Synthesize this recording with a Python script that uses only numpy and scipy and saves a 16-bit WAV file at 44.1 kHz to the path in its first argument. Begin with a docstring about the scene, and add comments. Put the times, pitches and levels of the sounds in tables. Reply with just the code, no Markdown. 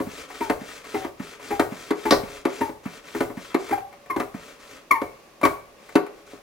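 """Pumping a garden sprayer

A plastic sprayer is pumped by hand on the carpet of a quiet, narrow hallway. Friction makes the piston
hiss, the seal flips with a soft thup, and the check valve squeaks as air enters the tank. Impacts on the
stops excite the tank's modes. Last, the handle is pushed home, twisted, and tugged to lift the tank."""
import sys
import numpy as np
from scipy import signal
from scipy.fft import rfft, irfft, next_fast_len
from scipy.io import wavfile

SR = 44100
rng = np.random.default_rng(int(sys.argv[2]) if len(sys.argv) > 2 else 0)


def transcribe(u):
    """Save the signal u as a 16-bit wav file named by the first command-line argument.

    u: samples, shape (n,) or (channels, n), limited to [-1, 1]; the rate is SR.
    q: integer samples, one column per channel.
    """
    v = np.clip(np.atleast_2d(u).T, -1, 1)
    q = np.round(v * 32767).astype(np.int16)
    wavfile.write(sys.argv[1], SR, q)


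N = 283116
T = np.arange(N) / SR
RING = T[:11025]  # time axis of one impact
TOP_HZ = 16200


def undb(db):
    """Decibels to amplitude ratio."""
    return np.exp(np.asarray(db) * (np.log(10) / 20))


def unit(x):
    """Normalisation to rms 1."""
    return x / np.sqrt(np.mean(x ** 2))


def at(points, hz):
    """Interpolation on a log-frequency axis."""
    frequency, value = np.transpose(points)
    return np.interp(np.log(np.maximum(hz, 1)), np.log(frequency), value)


def colour(x, points):
    """Zero-phase filtering by points of frequency_hz, gain_db."""
    size = next_fast_len(x.shape[-1], True)
    gain = undb(at(points, np.fft.rfftfreq(size, 1 / SR)))
    return irfft(rfft(x, size) * gain, size)[..., :x.shape[-1]]


def noise(points, size):
    """Spectrally shaped noise of rms 1."""
    return unit(colour(rng.standard_normal(size), points))


def fade(t, t60):
    """Exponential damping: 60 dB in t60 seconds."""
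    return np.exp(-np.log(1000) * t / t60)


def swell(rise_s):
    """Smooth onset as contact force builds."""
    return 1 - np.exp(-(RING / max(rise_s, 1e-4)) ** 2)


def walk(rate_hz, size):
    """Slow random modulation with a spread near 1."""
    levels = rng.standard_normal(size // 10) * np.sqrt(3 / 2)
    return np.interp(T[:size] * rate_hz, np.arange(len(levels)), levels)


def add(out, start_s, x):
    """Superposition of x from start_s on."""
    i = max(int(start_s * SR), 0)
    out[i:i + len(x)] += x[:max(N - i, 0)]


def ring(modes, detune, scatter_db):
    """Free vibration of damped modes; grip and contact point shift them a little at every blow."""
    hz, db, t60 = np.transpose(modes)[:, :, None]
    shift, scatter = rng.standard_normal((2, len(modes), 1))
    phase = np.float32(2 * np.pi * hz * (1 + detune * shift)) * np.float32(RING)
    sign = (-1) ** np.arange(len(modes))[:, None]  # neighbouring modes swing opposite ways
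    return np.sum(sign * undb(db + scatter_db * scatter) * np.sin(phase) * fade(RING, t60), axis=0)


def puff(hz, width_s, centre_s):
    """A Gaussian pressure pulse of one or two cycles."""
    t = RING - centre_s
    return -np.cos(2 * np.pi * hz * t) * np.exp(-(t / width_s) ** 2)


# Modes of the tank's air and walls: frequency_hz, level_db, t60_s
TANK_MODES = [(268, -3.5, 0.11), (326, 0, 0.135), (410, 4.5, 0.1), (465.3, -3, 0.0245)]
# Stiffer modes of shell and barrel: frequency_hz, level_db, t60_s
SHELL_MODES = [(546.3, 0, 0.186), (624.75, -10, 0.237), (722, -1.5, 0.169), (797.8, -7, 0.0602),
               (929, -6, 0.133), (1118.9, 7, 0.048), (1170.6, -3, 0.144), (1498.6, -6, 0.1394),
               (1702.2, -18, 0.03), (2099, -10, 0.0233), (2235.5, -5, 0.0233)]
# Spectrum of plastic on plastic: frequency_hz, level_db
CLACK_SPECTRUM = [(70, -26), (300, -7), (600, 0), (1150, -1), (1500, -4.5), (2300, -4), (2900, -18),
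                  (5000, -29)]
# Spectrum of the crack at the contact: frequency_hz, level_db
CRACK_SPECTRUM = [(1500, -20), (2800, 2.5), (4200, 5), (5500, -1.5), (7000, 0), (10000, -0.5), (12000, -2),
                  (16000, -15)]
def blow(contact_ms, flex_db=0):
    """Impact excitation dents the tank and rings its modes; a longer contact removes treble."""
    tank = undb(-2.5) * ring(TANK_MODES, detune=0.018, scatter_db=1) * swell(0.006)
    dent = undb(-5) * puff(hz=258, width_s=0.0029, centre_s=0.0065)
    shell = undb(-9) * ring(SHELL_MODES, detune=0.01058, scatter_db=2.5)
    clack = undb(3.2) * noise(CLACK_SPECTRUM, len(RING)) * fade(RING, 0.095)
    crack = undb(3.8) * noise(CRACK_SPECTRUM, len(RING)) * fade(RING, 0.035)
    impact = undb(flex_db) * (dent + tank) + (shell + clack + crack) * swell(0.0024)
    pole = np.exp(-1000 / (SR * contact_ms))
    return signal.lfilter([1 - pole], [1, -pole], impact)


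def floorboards():
    """Structure-borne sound: the floor under the carpet answers late and low."""
    rumble = noise([(20, -6), (38, -8), (85, -1.5), (130, 1), (220, -28)], len(RING))
    return rumble * swell(0.01) * fade(RING, 0.435)


# Blows of the plunger on its seat: time_s, level_db, contact_ms
SEAT_KNOCKS = [(0.001, -17, 0.55), (0.497, -16, 0.12), (1.046, -26, 0.2), (1.595, -13, 0.12),
               (2.107, -14, 0.04), (2.12, -9, 0.2), (2.691, -28, 0.4), (3.205, -16, 0.17),
               (3.298, -29, 0.35), (4.162, -18.5, 0.28), (4.199, -21.5, 0.08), (5.015, -22.5, 0.2),
               (5.431, -14, 0.3), (5.451, -15, 0.08), (6.33, -36.5, 0.45)]
def knocks(lead_s=0.001):
    """A downward impact passes momentum through the tank to the floor."""
    out = np.zeros(N)
    for time_s, db, contact_ms in SEAT_KNOCKS:
        add(out, time_s - lead_s, undb(db) * (blow(contact_ms) + undb(-21.5) * floorboards()))
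    return out


# Pump cycles: seal_flip_s, thup_db, top_turn_s, slide_db
PUMP_STROKES = [(0.074, -23.5, 0.275, -38.5), (0.619, -27, 0.83, -38), (1.2047, -21, 1.385, -40),
                (1.725, -23, 1.94, -39), (2.238, -26, 2.44, -40), (2.863, -19, 3.02, -42),
                (3.377, -23, 3.555, -41), (4.35, -22.5, 4.58, -44)]
# Turns of the handle in the cap: start_s, length_s, level_db
HANDLE_TWISTS = [(5.77, 0.24, -51), (6.12, 0.12, -57), (6.25, 0.15, -49)]
def slides(pull_lead_s=0.035, lift_skew=1.25, push_s=0.265, push_skew=0.88):
    """Sliding motion as start_s, length_s, level_db, skew; speed peaks late for a skew above 1."""
    moves = []
    for flip_s, _, turn_s, db in PUMP_STROKES:
        start_s = flip_s - pull_lead_s
        moves.append((start_s, turn_s - start_s, db, lift_skew))
        moves.append((turn_s, push_s, db + 0.5, push_skew))
    return moves + [(start_s, length_s, db, 1) for start_s, length_s, db in HANDLE_TWISTS]


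# Spectrum of the seal rubbing on the barrel: frequency_hz, level_db
RUB_SPECTRUM = [(120, -11.5), (200, -21.5), (263, -3), (360, -11), (424, 3.5), (491, -5.5), (590, -5.5),
                (899, -15), (1140, -11), (1590, -7.5), (1810, -15), (2250, -6.5), (3020, -16.5),
                (6640, -17.5), (16000, -36)]
def piston(grit_db=2.0, rub_power=0.65):
    """Sliding friction rubs and creaks; flow noise grows faster, with the square of the speed."""
    friction, flow = np.zeros((2, N))
    for start_s, length_s, db, skew in slides():
        speed = np.abs(np.sin(np.pi * (T[T < length_s] / length_s) ** skew))
        add(friction, start_s, undb(db) * speed ** rub_power)
        add(flow, start_s, undb(db) * speed ** 2)
    grit = rng.standard_normal(N) * undb(grit_db * walk(350, N))
    rub = unit(colour(grit, RUB_SPECTRUM)) * undb(2.4 * walk(25, N))
    # about 220 catches of the seal per second ring the barrel
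    catches = rng.standard_normal(N) * (rng.random(N) < 220 / SR)
    barrel = noise([(500, -11), (1100, 6.5), (2200, 5), (3000, 1.5), (6000, -23)], len(RING))
    creak = unit(signal.oaconvolve(catches, barrel * fade(RING, 0.052))[:N])
    air = noise([(2000, -12), (3500, 2.5), (6500, -4.5), (9000, -5.5), (11000, -13.5), (16000, -15)], N)
    return (undb(-4.5) * rub + undb(-9) * creak) * friction + undb(-11.3) * air * flow


def thups(lead_s=0.01):
    """Pressure release: early in each lift the seal scuffs, lets go, and the barrel gulps air."""
    out = np.zeros(N)
    for flip_s, db, _, _ in PUMP_STROKES:
        scuff = undb(-15) * noise(CLACK_SPECTRUM, len(RING)) * swell(0.00367) * fade(RING, 0.175)
        gulp = puff(hz=215, width_s=0.00345, centre_s=lead_s)
        add(out, flip_s - lead_s, undb(db) * (gulp + scuff))
    return out


# Touches of the loose rod in its guide: start_s, level_db
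ROD_TICKS = [(0.301, -37), (0.842, -41), (1.017, -39), (1.396, -42), (3.691, -35), (3.925, -43),
             (4.058, -46), (5.412, -33), (5.889, -42), (6.063, -39)]
def ticks():
    """Light impacts excite only the shell modes and contact noise."""
    out = np.zeros(N)
    for start_s, db in ROD_TICKS:
        shell = undb(-9) * ring(SHELL_MODES, detune=0.01, scatter_db=2.5)
        clack = undb(3) * noise(CLACK_SPECTRUM, len(RING)) * fade(RING, 0.075)
        crack = undb(-9) * noise(CRACK_SPECTRUM, len(RING)) * fade(RING, 0.04)
        add(out, start_s, undb(db) * (shell + clack + crack) * swell(0.002))
    return out


# The piston meets its air cushion: start_s, level_db
CUSHION_SHOVES = [(0.405, -20), (0.941, -17), (1.505, -17), (2.052, -15), (2.607, -15.5), (3.147, -17.5),
                  (3.707, -16.5), (4.098, -27), (4.907, -24)]
def shoves():
    """Trapped air acts as a spring and stops the piston softly; the tank flexes with a dull thud."""
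    out = np.zeros(N)
    for start_s, db in CUSHION_SHOVES:
        dent = undb(-6.5) * puff(hz=289.2, width_s=0.00382, centre_s=0.005182)
        tank = undb(-2.5) * ring(TANK_MODES, detune=0.02, scatter_db=1.5) * swell(0.00716)
        scuff = undb(-8.5) * noise(CLACK_SPECTRUM, len(RING)) * swell(0.0029) * fade(RING, 0.114)
        add(out, start_s, undb(db) * (dent + tank + scuff + undb(-23) * floorboards()))
    return out


# Openings of the check valve: start_s, length_s, level_db, first_pitch_hz, settled_pitch_hz
VALVE_SQUEAKS = [(0.408, 0.09, -22.5, 1020, 824), (0.946, 0.06, -24.5, 792, 751),
                 (1.511, 0.105, -23, 813, 807), (2.056, 0.092, -22, 919, 829),
                 (2.607, 0.15, -19.5, 959, 840), (3.721, 0.032, -14.3, 804, 777),
                 (3.774, 0.02, -21.5, 775, 798), (4.096, 0.15, -20, 1142, 971),
                 (4.907, 0.0915, -9, 1186, 854), (5.432, 0.051, -13, 1163, 1092)]
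# Overtone envelope of the slapping lip: frequency_hz, level_db
SLAP_SPECTRUM = [(1600, -8), (2250, -2), (2600, -20), (2900, -28), (4400, -29), (6600, -31), (8500, -38),
                 (16000, -44)]
def squeaks(glide_s=0.032, sag_t60_s=0.429, release_s=0.0108, rasp=0.188):
    """Flow-induced oscillation of the valve lip; pitch and strength sag as the pressures equalise."""
    out, t = np.zeros(N), T[:5000]
    harmonic = np.arange(2, 20)[:, None]
    for start_s, length_s, db, first_hz, settled_hz in VALVE_SQUEAKS:
        # a louder or higher squeak swells sooner and slaps harder
        drive_db = db + 20
        rise_s = min(12 / first_hz * undb(-0.3 * drive_db), 0.4 * length_s)
        slap_db = -11 + 22 * np.log2(first_hz / 1000) + 0.6 * drive_db
        waver = 1 + 0.016 * walk(400, len(t))
        hz = (settled_hz + (first_hz - settled_hz) * np.exp(-t / glide_s)) * waver
        phase = 2 * np.pi * np.cumsum(hz) / SR
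        gains = undb(at(SLAP_SPECTRUM, harmonic * hz)) * (harmonic * hz < TOP_HZ)
        overtones = gains * np.sin(harmonic * phase + 2 * np.pi * rng.random(harmonic.shape))
        slap = overtones.sum(axis=0) * (1 + rasp * walk(642, len(t)))
        pop = (t / rise_s * np.exp(1 - t / rise_s)) ** 3.38
        flutter = undb(2.5 * walk(150, len(t)))
        flow = 0.313 * (1 - np.exp(-t / rise_s)) * fade(t, sag_t60_s) * flutter
        swing = pop + flow * np.clip((length_s - t) / release_s, 0, 1)
        # the wider the lip swings, the harder it slaps its seat
        tone = np.sin(phase) + undb(slap_db) * swing ** 0.5 * slap
        air = undb(-17.5) * noise(CLACK_SPECTRUM, len(t))
        add(out, start_s, undb(db) * swing * (tone + air))
    return out


# Tugs on the top stop, the last of which lifts the tank: time_s, level_db
HANDLE_TUGS = [(1.906, -20), (2.452, -20), (3.544, -19), (5.954, -12.5)]
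def tugs(lead_s=0.001):
    """An upward impact on the cap flexes the tank more than a push and does not drive the floor."""
    out = np.zeros(N)
    for time_s, db in HANDLE_TUGS:
        add(out, time_s - lead_s, undb(db) * blow(contact_ms=0.11, flex_db=5.5))
    return out


# Air escaping at the hardest blow: start_s, level_db, t60_s
SEAL_SPITS = [(2.108, -18, 0.15)]
def spits():
    """Air forced past the seal gives a decaying burst of jet noise."""
    out = np.zeros(N)
    for start_s, db, t60 in SEAL_SPITS:
        jet = noise([(2800, -27), (3900, 8.5), (5700, 5.5), (6800, -15), (12000, -29.5)], len(RING))
        add(out, start_s, undb(db) * jet * fade(RING, t60))
    return out


def diffuse(size, apart_hz=700):
    """A diffuse noise field at two close points: coherent in the bass, unrelated in the treble."""
    fast = next_fast_len(size, True)
    mid, side = rfft(rng.standard_normal((2, fast)))
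    side_share = 0.5 / (1 + apart_hz / np.linspace(1, SR / 2, len(mid)))
    pair = mid * np.sqrt(1 - side_share) + np.array([[1], [-1]]) * side * np.sqrt(side_share)
    return irfft(pair, fast)[:, :size]


# Reverberation time: frequency_hz, t60_s
TAIL_DECAY = [(60, 1.5), (150, 0.0257), (400, 0.5), (1000, 0.3514), (2500, 0.48), (7000, 0.2166),
              (15000, 0.0037)]
# Spectrum of the reverberant tail: frequency_hz, level_db
TAIL_SPECTRUM = [(40, -13.5), (150, -4.5), (400, -0.5), (1000, -0.5), (2500, -8.5), (7000, 2.5),
                 (15000, -1.5)]
# Reflections from two near surfaces: left_delay_s, right_delay_s, level_db
REFLECTIONS = [(.0034, .0039, -16), (0.0098, 0.014, -13)]
# Level of the left channel over the right: frequency_hz, level_db
LEFT_LEVEL = [(100, -1.2), (380, 0), (700, 2.5), (1290, 2), (2300, 6.5), (4400, 2.5), (8000, 1),
              (15000, 2.5)]
# Phase lead of the left channel over the right: frequency_hz, phase_rad
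LEFT_PHASE = [(0, 0), (860, 0.573), (1640, 1), (2240, -1.31), (3960, -0.63), (4480, -0.92), (6460, -0.4),
              (8350, -0.49), (9820, -0.36), (11700, -0.79), (12600, 0.44), (14000, 0.52), (14300, -0.56),
              (16100, 0.0)]
def hallway(x, tail_db=-7, build_s=0.00267, early_db=-3, early_t60_s=0.147):
    """Convolution with a room response: direct sound, near reflections, early scatter, short tail."""
    t = T[:18000]
    centres = np.geomspace(60, 15000, 9)
    spectrum, tail = rfft(diffuse(len(t))), 0
    for hz, band in zip(centres, np.eye(len(centres))):
        weight = at(np.column_stack([centres, band]), np.fft.rfftfreq(len(t), 1 / SR))
        band_noise = irfft(spectrum * weight, len(t))
        tail = tail + band_noise * fade(t, at(TAIL_DECAY, hz)) * undb(at(TAIL_SPECTRUM, hz))
    tail *= 1 - np.exp(-t / build_s)
    early = colour(diffuse(len(t)), [(150, -20.5), (700, -17.5), (3000, -8)]) * fade(t, early_t60_s)
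    response = (undb(tail_db) * tail + undb(early_db) * early) / np.sqrt(SR / 60)
    response[:, 0] += 1  # direct sound
    for left_s, right_s, db in REFLECTIONS:
        response[[0, 1], [int(left_s * SR), int(right_s * SR)]] += undb(db)
    size = next_fast_len(N + len(t), True)
    sides, hz = np.array([[0.5], [-0.5]]), np.fft.rfftfreq(size, 1 / SR)
    stereo = undb(sides * at(LEFT_LEVEL, hz)) * np.exp(1j * sides * at(LEFT_PHASE, hz))
    return irfft(rfft(x, size) * rfft(response, size) * stereo, size)[:, :N]


# Spectrum of the still air of the house: frequency_hz, level_db
AMBIENT_SPECTRUM = [(15, -11.5), (25, -1.5), (76, -10.5), (195, -2.5), (531, 0), (988, -7.5), (1130, 1),
                    (1290, -10), (2480, -10.5), (2690, -8.5), (2910, -14), (6210, -17.5), (7920, -23),
                    (11300, -23), (16000, -28.5)]
def room_tone():
    """Diffuse ambient noise with one faint tone of steady pitch; both waver in level."""
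    air = unit(colour(diffuse(N), AMBIENT_SPECTRUM)) * undb(-52 + walk(5, N))
    tone = undb(-59) * np.sin(2 * np.pi * 571 * T) * undb(2 * walk(3.335, N))
    return air + tone


def scene():
    """Superposition of the sprayer's sources, heard in the hallway over its ambient noise."""
    sprayer = knocks() + tugs() + spits() + ticks() + shoves() + thups() + squeaks() + piston()
    return hallway(sprayer) + room_tone()


# Strength of the faint treble sidebands: source_frequency_hz, gain_db
SIDEBAND_GAIN = [(400, -44), (800, -25), (2250, -18), (4000, -24), (8000, -40)]
def record(dry, carrier_hz=12100):
    """Band limiting and clipping; ring modulation mirrors the sound faintly about a high carrier."""
    bass_cut = signal.butter(4, 26, "high", fs=SR, output="sos")
    treble_cut = signal.ellip(10, 0.2, 70, TOP_HZ, fs=SR, output="sos")
    lean = signal.sosfilt(bass_cut, dry)
    sidebands = colour(lean, SIDEBAND_GAIN) * np.cos(2 * np.pi * carrier_hz * T)
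    return signal.sosfilt(treble_cut, np.clip(lean + sidebands, -1, 1))


dry = scene()
out = record(dry)
transcribe(out)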